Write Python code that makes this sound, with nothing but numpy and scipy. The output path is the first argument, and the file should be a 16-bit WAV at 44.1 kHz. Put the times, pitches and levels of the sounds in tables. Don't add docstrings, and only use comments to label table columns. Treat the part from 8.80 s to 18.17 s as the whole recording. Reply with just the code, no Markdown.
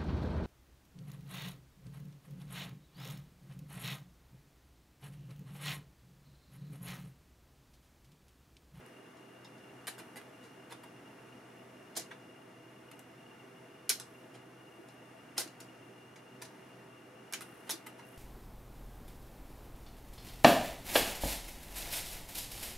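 import sys
import numpy as np
from scipy import signal
from scipy.fft import rfft, irfft, next_fast_len
from scipy.io import wavfile

SR = 44100
rng = np.random.default_rng(int(sys.argv[2]) if len(sys.argv) > 2 else 0)


def bounce(signal):
    frames = np.transpose(np.atleast_2d(signal))
    limited = np.clip(frames, -1, 1)
    pcm = np.round(limited * 32767).astype(np.int16)
    wavfile.write(sys.argv[1], SR, pcm)


N = 413437
RING_SAMPLES = 22050

STEEL_CONTACTS = [ (0.061, 0.0026, -74, -3, 9), (0.369, .004, -75.5, 7, -10),
                  (0.646, 0.0036, -64.5, 1, -13), (.78, 0.0037, -74, 5, -10), (1.070, .002, -52, -4, -5),
                  (1.072, 0.015, -46.5, -3, -2), (1.181, .002, -67, -7, -1), (1.183, 0.021, -58.5, -4, 0),
                  (1.358, 0.0018, -65.5, -8, -2), (1.362, 0.02, -59.5, -3, 6), (1.415, .0005, -72, -9, -6),
                  (1.621, 0.047, -67.5, 3, 3), (1.899, 0.018, -62.5, -3, -4), (1.918, 0.012, -57, -3, -5),
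                  (2.034, 0.0089, -68, -7, 4), (3.154, 0.0075, -58, 6, -8), (3.164, .012, -45, 5, 3),
                  (3.174, 0.0028, -50, 5, 8), (3.197, .001, -56, 5, 0), (3.309, 0.012, -59.5, -6, -24),
                  (4.114, 0.003, -64.5, -4, 1), (4.193, 0.00055, -68.5, 0, 9), (5.093, 0.0028, -40, 7, 9.5),
                  (5.100, 0.00032, -36.5, -0.5, -8), (5.199, 0.0009, -51.5, 3, -2),
                  (5.537, 0.024, -64, 0, -5), (6.085, 0.0039, -69.5, 4, 0), (6.567, 0.011, -59, -5, -10),
                  (6.577, 0.0026, -52, 1, -3), (6.580, 0.00018, -39.5, 3.5, -7),
                  (6.591, 0.02, -46.5, 0.5, 6.5), (6.615, 0.0035, -53, 4, 0), (6.674, .003, -63, 5, -6),
                  (6.803, 0.0055, -59, 3, 4), (7.359, 0.0063, -63, 1, -11), (7.617, .002, -61, 2, -6),
                  (7.621, 0.003, -54, 1.5, 1), (7.651, .006, -64, 6, 1), (8.525, 0.0015, -53.5, -4, 0),
                  (8.5355, 0.0003, -43, 0, -12), (8.543, 0.0011, -52, -2, -9), (8.608, .001, -58.5, -5, 0),
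                  (8.610, 0.016, -57.5, -3.5, 5), (8.863, 0.033, -62.5, -4, -6),
                  (8.894, 0.0059, -44.5, -2.5, -6), (8.899, 0.02, -43.5, 4, 6),
                  (9.064, 0.01, -59.5, -5.5, 5), (9.185, 0.015, -64, -2, -8)]
# (low [Hz], high [Hz], clatter t60 [s], room t60 [s], room level [dB])
BANDS = [(294, 990, 0.062, 0.25, 1), (1260, 2920, 0.035, 0.2, -2), (3300, 7000, 0.025, 0.19, 0),
         (8280, 12100, 0.027, 0.18, -4), (12700, 15400, 0.016, 0.15, -6)]
BAND_GAINS = (0, -0.5, -0.5, -0.5, -18.5)
BAND_SPOT_SHARES = (-0.38, -0.95, 0.86, -0.56, -0.2)
BAND_EDGE_SHARES = (0.013, 0, 0.11, 0.63, 1.3)
EVEN_DB, EVEN_S, PIVOT_HZ = -56.5, 0.011, 4220
TILT_PER_DB, TILT_PER_HALVING = 0.1724, 0.41
# (frequency [Hz], relative level [dB], t60 [s])
DECK_MODES = [(335.5, -16.5, 0.14), (437, -20, 0.036), (660, -22, 0.26), (873, -23, 0.2), (1252, -29, 0.11),
              (1452, -25.5, 0.14), (1623, -22.5, 0.09), (2014, -20, 0.12), (3023, -28, 0.08),
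              (3530, -26, 0.12), (4030, -21, 0.17), (5170, -30, 0.11), (5410, -26, 0.1), (5600, -29, 0.1),
              (6060, -25, .1), (6230, -25, 0.09), (6830, -16, 0.08), (9200, -23, .1), (9420, -24, 0.083),
              (10100, -22, .07), (10500, -23, 0.08), (13300, -19, .11), (14430, -25, .1)]
# (frequency [Hz], relative level [dB], t60 [s])
LEVER_MODES = [(3950, -5, 0.24), (4200, -1, 0.27), (4425, -3, .2), (4924, -5, .16), (5220, -2, .14),
               (5450, 4, .15), (5500, 2, .15), (5988, -5, .12), (6320, -4, .12), (6470, -6, .12),
               (6770, -7, .09)]
# (time [s], frequency [Hz], level [dB])
PART_NOTES = [(.649, 3670, -62.5), (.650, 5200, -64), (1.078, 1880, -54), (1.080, 4030, -55),
              (1.365, 830, -60), (1.368, 2000, -56), (1.922, 953, -52), (1.923, 3490, -61),
              (2.038, 945, -59), (3.170, 660, -46), (3.171, 390, -51), (3.312, 1600, -53),
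              (3.312, 2350, -62), (3.313, 3520, -60), (3.313, 954, -56.5), (5.100, 2320, -44.5),
              (5.102, 1506, -44.5), (5.101, 935, -56), (5.101, 400, -55), (6.579, 5150, -37),
              (6.580, 3590, -48), (6.581, 830, -46), (6.580, 423, -46), (6.581, 1410, -48.5),
              (7.623, 960, -56), (7.623, 1750, -59), (8.536, 2365, -44.5), (8.537, 1604, -50),
              (8.537, 3070, -49), (8.610, 1260, -57), (8.895, 870, -52.5), (8.895, 1500, -55),
              (8.906, 5620, -44), (9.067, 2030, -54), (9.068, 840, -64), (9.190, 940, -57.5)]
# (time [s], level [dB])
CHASSIS_KNOCKS = [(1.078, -58), (1.372, -57), (1.918, -57), (3.169, -46), (5.100, -57), (6.580, -45),
                  (6.612, -54), (7.622, -66), (8.895, -49.5), (9.066, -61)]
# (time [s], level [dB])
HAND_BUMPS = [(1.205, -56), (3.185, -56), (5.985, -51.5), (6.651, -52.5), (8.932, -49.5)]
# (middle [s], length [s], level [dB])
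FINGER_STROKES = [(.45, 0.96, -85), (1.4, .7, -82), (5.35, 0.29, -80), (6.0, 0.44, -82), (8.76, .33, -70),
                  (9.32, 0.24, -72)]
# (frequency [Hz], relative density [dB])
AIR_SPECTRUM = [(25, -33.5), (75, -19), (105, -9.5), (150, -4.5), (310, 0.5), (430, -4.5), (680, -6),
                (780, -9.5), (890, -8.5), (1000, -12.5), (1200, -11), (2050, -13.5), (3200, -22.5),
                (3850, -27.5), (4400, -27), (4750, -31), (5100, -26.5), (5600, -27), (7800, -32.5),
                (9800, -29), (15500, -41)]
# (frequency [Hz], side minus mid [dB])
AIR_STEREO_WIDTH = [(25, -6), (60, -12), (140, -20.5), (280, -24), (500, -7), (1200, -5), (3000, -6.5),
                    (12000, -2.5)]
# (centre [Hz], width [Hz], level [dB], side minus mid [dB], left minus right [dB])
FAN_RESONANCES = [(250.3, 4.2, -72, -29, -4.5), (329, 9.5, -71.5, -18, -14), (388.4, 21, -67, -20, -9.5),
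                  (503.5, 40, -69.5, -11, 0.5), (602.4, 7, -70.5, 0, -3.5), (656.5, 32, -68, -3.5, 10),
                  (894, 38, -75, 0, 0), (1156, 19, -75, -8, 12), (1442, 45, -78, -9, 4),
                  (3510, 150, -83.5, -5, 0)]
# (centre [Hz], width [Hz])
CAMERA_NOTCHES = [(568, 63), (2668, 39)]


def contacts():
    t, out = np.arange(RING_SAMPLES) / SR, np.zeros((2, N))
    filters = [bandpass(2, low, high) for low, high, *_ in BANDS]
    for start, length, strength_db, spot_db, edge_db in STEEL_CONTACTS:
        levels = band_levels(length, strength_db, spot_db, edge_db)
        force = contact_force(t, length)
        modes, clatter = deck(t)
        echoes = workshop(t)
        for k, (_, _, t60, room_t60, room_db) in enumerate(BANDS):
            direct = modes + unit(clatter * fade(t, t60))
            room = undb(room_db) * unit(echoes * fade(t, room_t60))
            driven = signal.fftconvolve(direct + room, force[None])[:, :RING_SAMPLES]
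            polarity = (-1) ** k
            place(out, start, polarity * signal.sosfilt(filters[k], driven), levels[k])
    return out


def contact_force(t, length, catch_db=5, slips_per_s=3200, uneven_db=3, bite_s=0.034, rise_share=0.25):
    slips = rng.random(len(t)) < slips_per_s / SR
    direction, size = rng.standard_normal((2, len(t)))
    force = slips * np.sign(direction) * undb(uneven_db * size)
    progress = t / max(length, 1e-4)
    force *= (1 - np.exp(-progress / rise_share)) * np.exp(-progress ** 4)
    force[0] = undb(catch_db) * np.exp(-length / bite_s)
    return force


def band_levels(length, strength_db, spot_db, edge_db):
    halvings = np.log2(EVEN_S / max(length, 1e-4))
    tilt = TILT_PER_DB * (strength_db - EVEN_DB) + TILT_PER_HALVING * halvings
    octaves = np.log2([np.sqrt(low * high) / PIVOT_HZ for low, high, *_ in BANDS])
    timbre_db = spot_db * np.array(BAND_SPOT_SHARES) + edge_db * np.array(BAND_EDGE_SHARES)
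    return strength_db + np.array(BAND_GAINS) + tilt * octaves + timbre_db


def deck(t, crack_db=-3.5, modes_db=0.5, vary_db=1.5, detune=0.004, side_db=-10):
    draws = rng.standard_normal((len(DECK_MODES), 4))
    modes = 0
    for (hz, db, t60), (strength, phase, across, grip) in zip(DECK_MODES, draws):
        ring = mode(t, hz * (1 + detune * grip), t60, phase, across * undb(side_db))
        modes += undb(db + modes_db + vary_db * strength) * unit(ring)
    modes[:, 0] += undb(crack_db)
    clatter = stereo(*rng.standard_normal((2, len(t))), side_db)
    return modes, clatter


def lever(start_s=5.094, level_db=-36.5, rise_s=0.001, side_db=-8):
    t, out = np.arange(RING_SAMPLES) / SR, np.zeros((2, N))
    ring = 0
    for hz, db, t60 in LEVER_MODES:
        phase, across = rng.standard_normal(2)
        ring += undb(db) * unit(mode(t, hz, t60, phase, across * undb(side_db)))
    place(out, start_s, ring * (1 - np.exp(-t / rise_s)), level_db)
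    return out


def struck_parts(t60=0.047, rise_s=0.00049, room_t60=0.13, room_db=-3, width_share=0.097, side_db=-9):
    t, out = np.arange(RING_SAMPLES) / SR, np.zeros((2, N))
    for start, hz, db in PART_NOTES:
        phase, across = rng.standard_normal(2)
        note = mode(t, hz, t60, phase, across * undb(side_db)) * (1 - np.exp(-t / rise_s))
        resonance = signal.iirpeak(hz, 1 / width_share, fs=SR)
        echoes = signal.lfilter(*resonance, workshop(t) * fade(t, room_t60))
        place(out, start, unit(note) + undb(room_db) * unit(echoes), db)
    return out


def knocks(low_hz=330, high_hz=760, t60=0.04, room_t60=0.32, room_db=-4):
    t, out = np.arange(RING_SAMPLES) / SR, np.zeros((2, N))
    plates = bandpass(3, low_hz, high_hz)
    for start, db in CHASSIS_KNOCKS:
        _, clatter = deck(t)
        direct = unit(clatter * fade(t, t60))
        room = undb(room_db) * unit(workshop(t) * fade(t, room_t60))
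        place(out, start, signal.sosfilt(plates, direct + room), db)
    return out


def hand_bumps(low_hz=285, high_hz=385):
    t, out = np.arange(RING_SAMPLES) / SR, np.zeros((2, N))
    soft = bandpass(2, low_hz, high_hz)
    for start, db in HAND_BUMPS:
        modes, _ = deck(t)
        place(out, start, signal.sosfilt(soft, modes), db)
    return out


def fingers(centre_hz=10200, skirt_db=-12, grain_db=4, uneven_db=1.5, grip_db=-87):
    def spectrum(hz):
        octaves = np.log2((hz + 1) / centre_hz)
        return np.exp(-(octaves / 0.38) ** 2) + undb(skirt_db) * np.exp(-(octaves / 1.3) ** 2)

    t = np.arange(N) / SR
    hiss = stereo(noise(spectrum), noise(spectrum), side_db=-5)
    hiss *= undb(grain_db * drift(rate_hz=400) + uneven_db * drift(rate_hz=13))
    strokes = sum(undb(db) * np.exp(-(2 * (t - middle) / length) ** 2)
                  for middle, length, db in FINGER_STROKES)
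    return at_level(hiss, 0) * (undb(grip_db) + strokes)


def workshop(t, build_s=0.0058, side_db=-3):
    mid, side = rng.standard_normal((2, len(t)))
    return stereo(mid, side, side_db) * (1 - np.exp(-(t / build_s) ** 2))


def fan(air_db=-55.5, waver_db=0.6, flutter_db=0.9):
    mid = noise(lambda hz: colour(AIR_SPECTRUM, hz))
    side = noise(lambda hz: colour(AIR_SPECTRUM, hz) * colour(AIR_STEREO_WIDTH, hz))
    out = at_level(stereo(mid, side), air_db) * undb(waver_db * drift(rate_hz=1.3))
    for centre, width, db, side_db, pan_db in FAN_RESONANCES:
        whirr = stereo(narrow_noise(centre, width), narrow_noise(centre, width), side_db)
        flutter = undb(flutter_db * drift(rate_hz=30))
        out += at_level(whirr * pan(pan_db) * flutter, db)
    return out


def whine(centre_hz=2809, width_hz=139, level_db=-68, waver_hz=16, flutter_db=2.2):
    phase = 2 * np.pi * np.cumsum(centre_hz + waver_hz * drift(rate_hz=30)) / SR
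    mid, side = (narrow_noise(0, width_hz) * np.cos(phase) + narrow_noise(0, width_hz) * np.sin(phase)
                 for _ in range(2))
    flutter = undb(flutter_db * drift(rate_hz=50))
    return at_level(stereo(mid, side, side_db=-18) * pan(db=4) * flutter, level_db)


def motor_hum(pitch_hz=125, level_db=-66.5, wander_hz=1.252, throb_db=2.5):
    phase = 2 * np.pi * np.cumsum(pitch_hz + wander_hz * drift(rate_hz=3.73)) / SR
    throb = undb(throb_db * drift(rate_hz=16))
    return at_level(np.sin(phase) * throb, level_db)


def mode(t, hz, t60, phase_cycles, offset_rad):
    sides = np.array([[1], [-1]]) * offset_rad
    return np.sin(2 * np.pi * (hz * t + phase_cycles) + sides) * fade(t, t60)


def place(out, start, sound, db, span_s=0.023):
    i = int(start * SR)
    out[:, i:i + RING_SAMPLES] += (undb(db) * np.sqrt(span_s * SR) * unit(sound))[:, :N - i]


def noise(gain):
    size = next_fast_len(N, True)
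    hz = np.arange(size // 2 + 1) * SR / size
    return irfft(rfft(rng.standard_normal(size)) * gain(hz), size)[:N]


def narrow_noise(centre_hz, width_hz):
    return noise(lambda hz: 1 / (1 + ((hz - centre_hz) / (width_hz / 2)) ** 4))


def drift(rate_hz):
    return at_level(noise(lambda hz: np.exp(-(hz / rate_hz) ** 2)), 0)


def colour(points, hz):
    points_hz, points_db = np.transpose(points)
    return undb(np.interp(np.log(hz + 1), np.log(points_hz), points_db))


def bandpass(order, low_hz, high_hz):
    return signal.butter(order, [low_hz, high_hz], btype="band", fs=SR, output="sos")


def fade(t, t60):
    return np.exp(-np.log(1000) * t / t60)


def stereo(mid, side, side_db=0):
    side = undb(side_db) * side
    return np.array([mid + side, mid - side])


def pan(db):
    return undb(np.array([[db], [-db]]) / 2)


def at_level(x, db):
    return x * undb(db) / np.sqrt(np.mean(x ** 2))


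def unit(x):
    return x / np.sqrt(np.mean(np.sum(x ** 2, axis=-1)) + 1e-30)


def undb(db):
    return 10 ** (np.asarray(db) / 20)


def scene():
    work = contacts() + lever() + struck_parts() + knocks() + hand_bumps() + fingers()
    return work * pan(db=-0.3) + fan() + whine() + motor_hum()


def record(dry):
    for hz, width in CAMERA_NOTCHES:
        dry = signal.lfilter(*signal.iirnotch(hz, hz / width, fs=SR), dry)
    top_cut = signal.ellip(N=10, rp=0.2, rs=70, Wn=15800, fs=SR, output="sos")
    return signal.sosfilt(top_cut, dry)


dry = scene()
out = record(dry)
bounce(out)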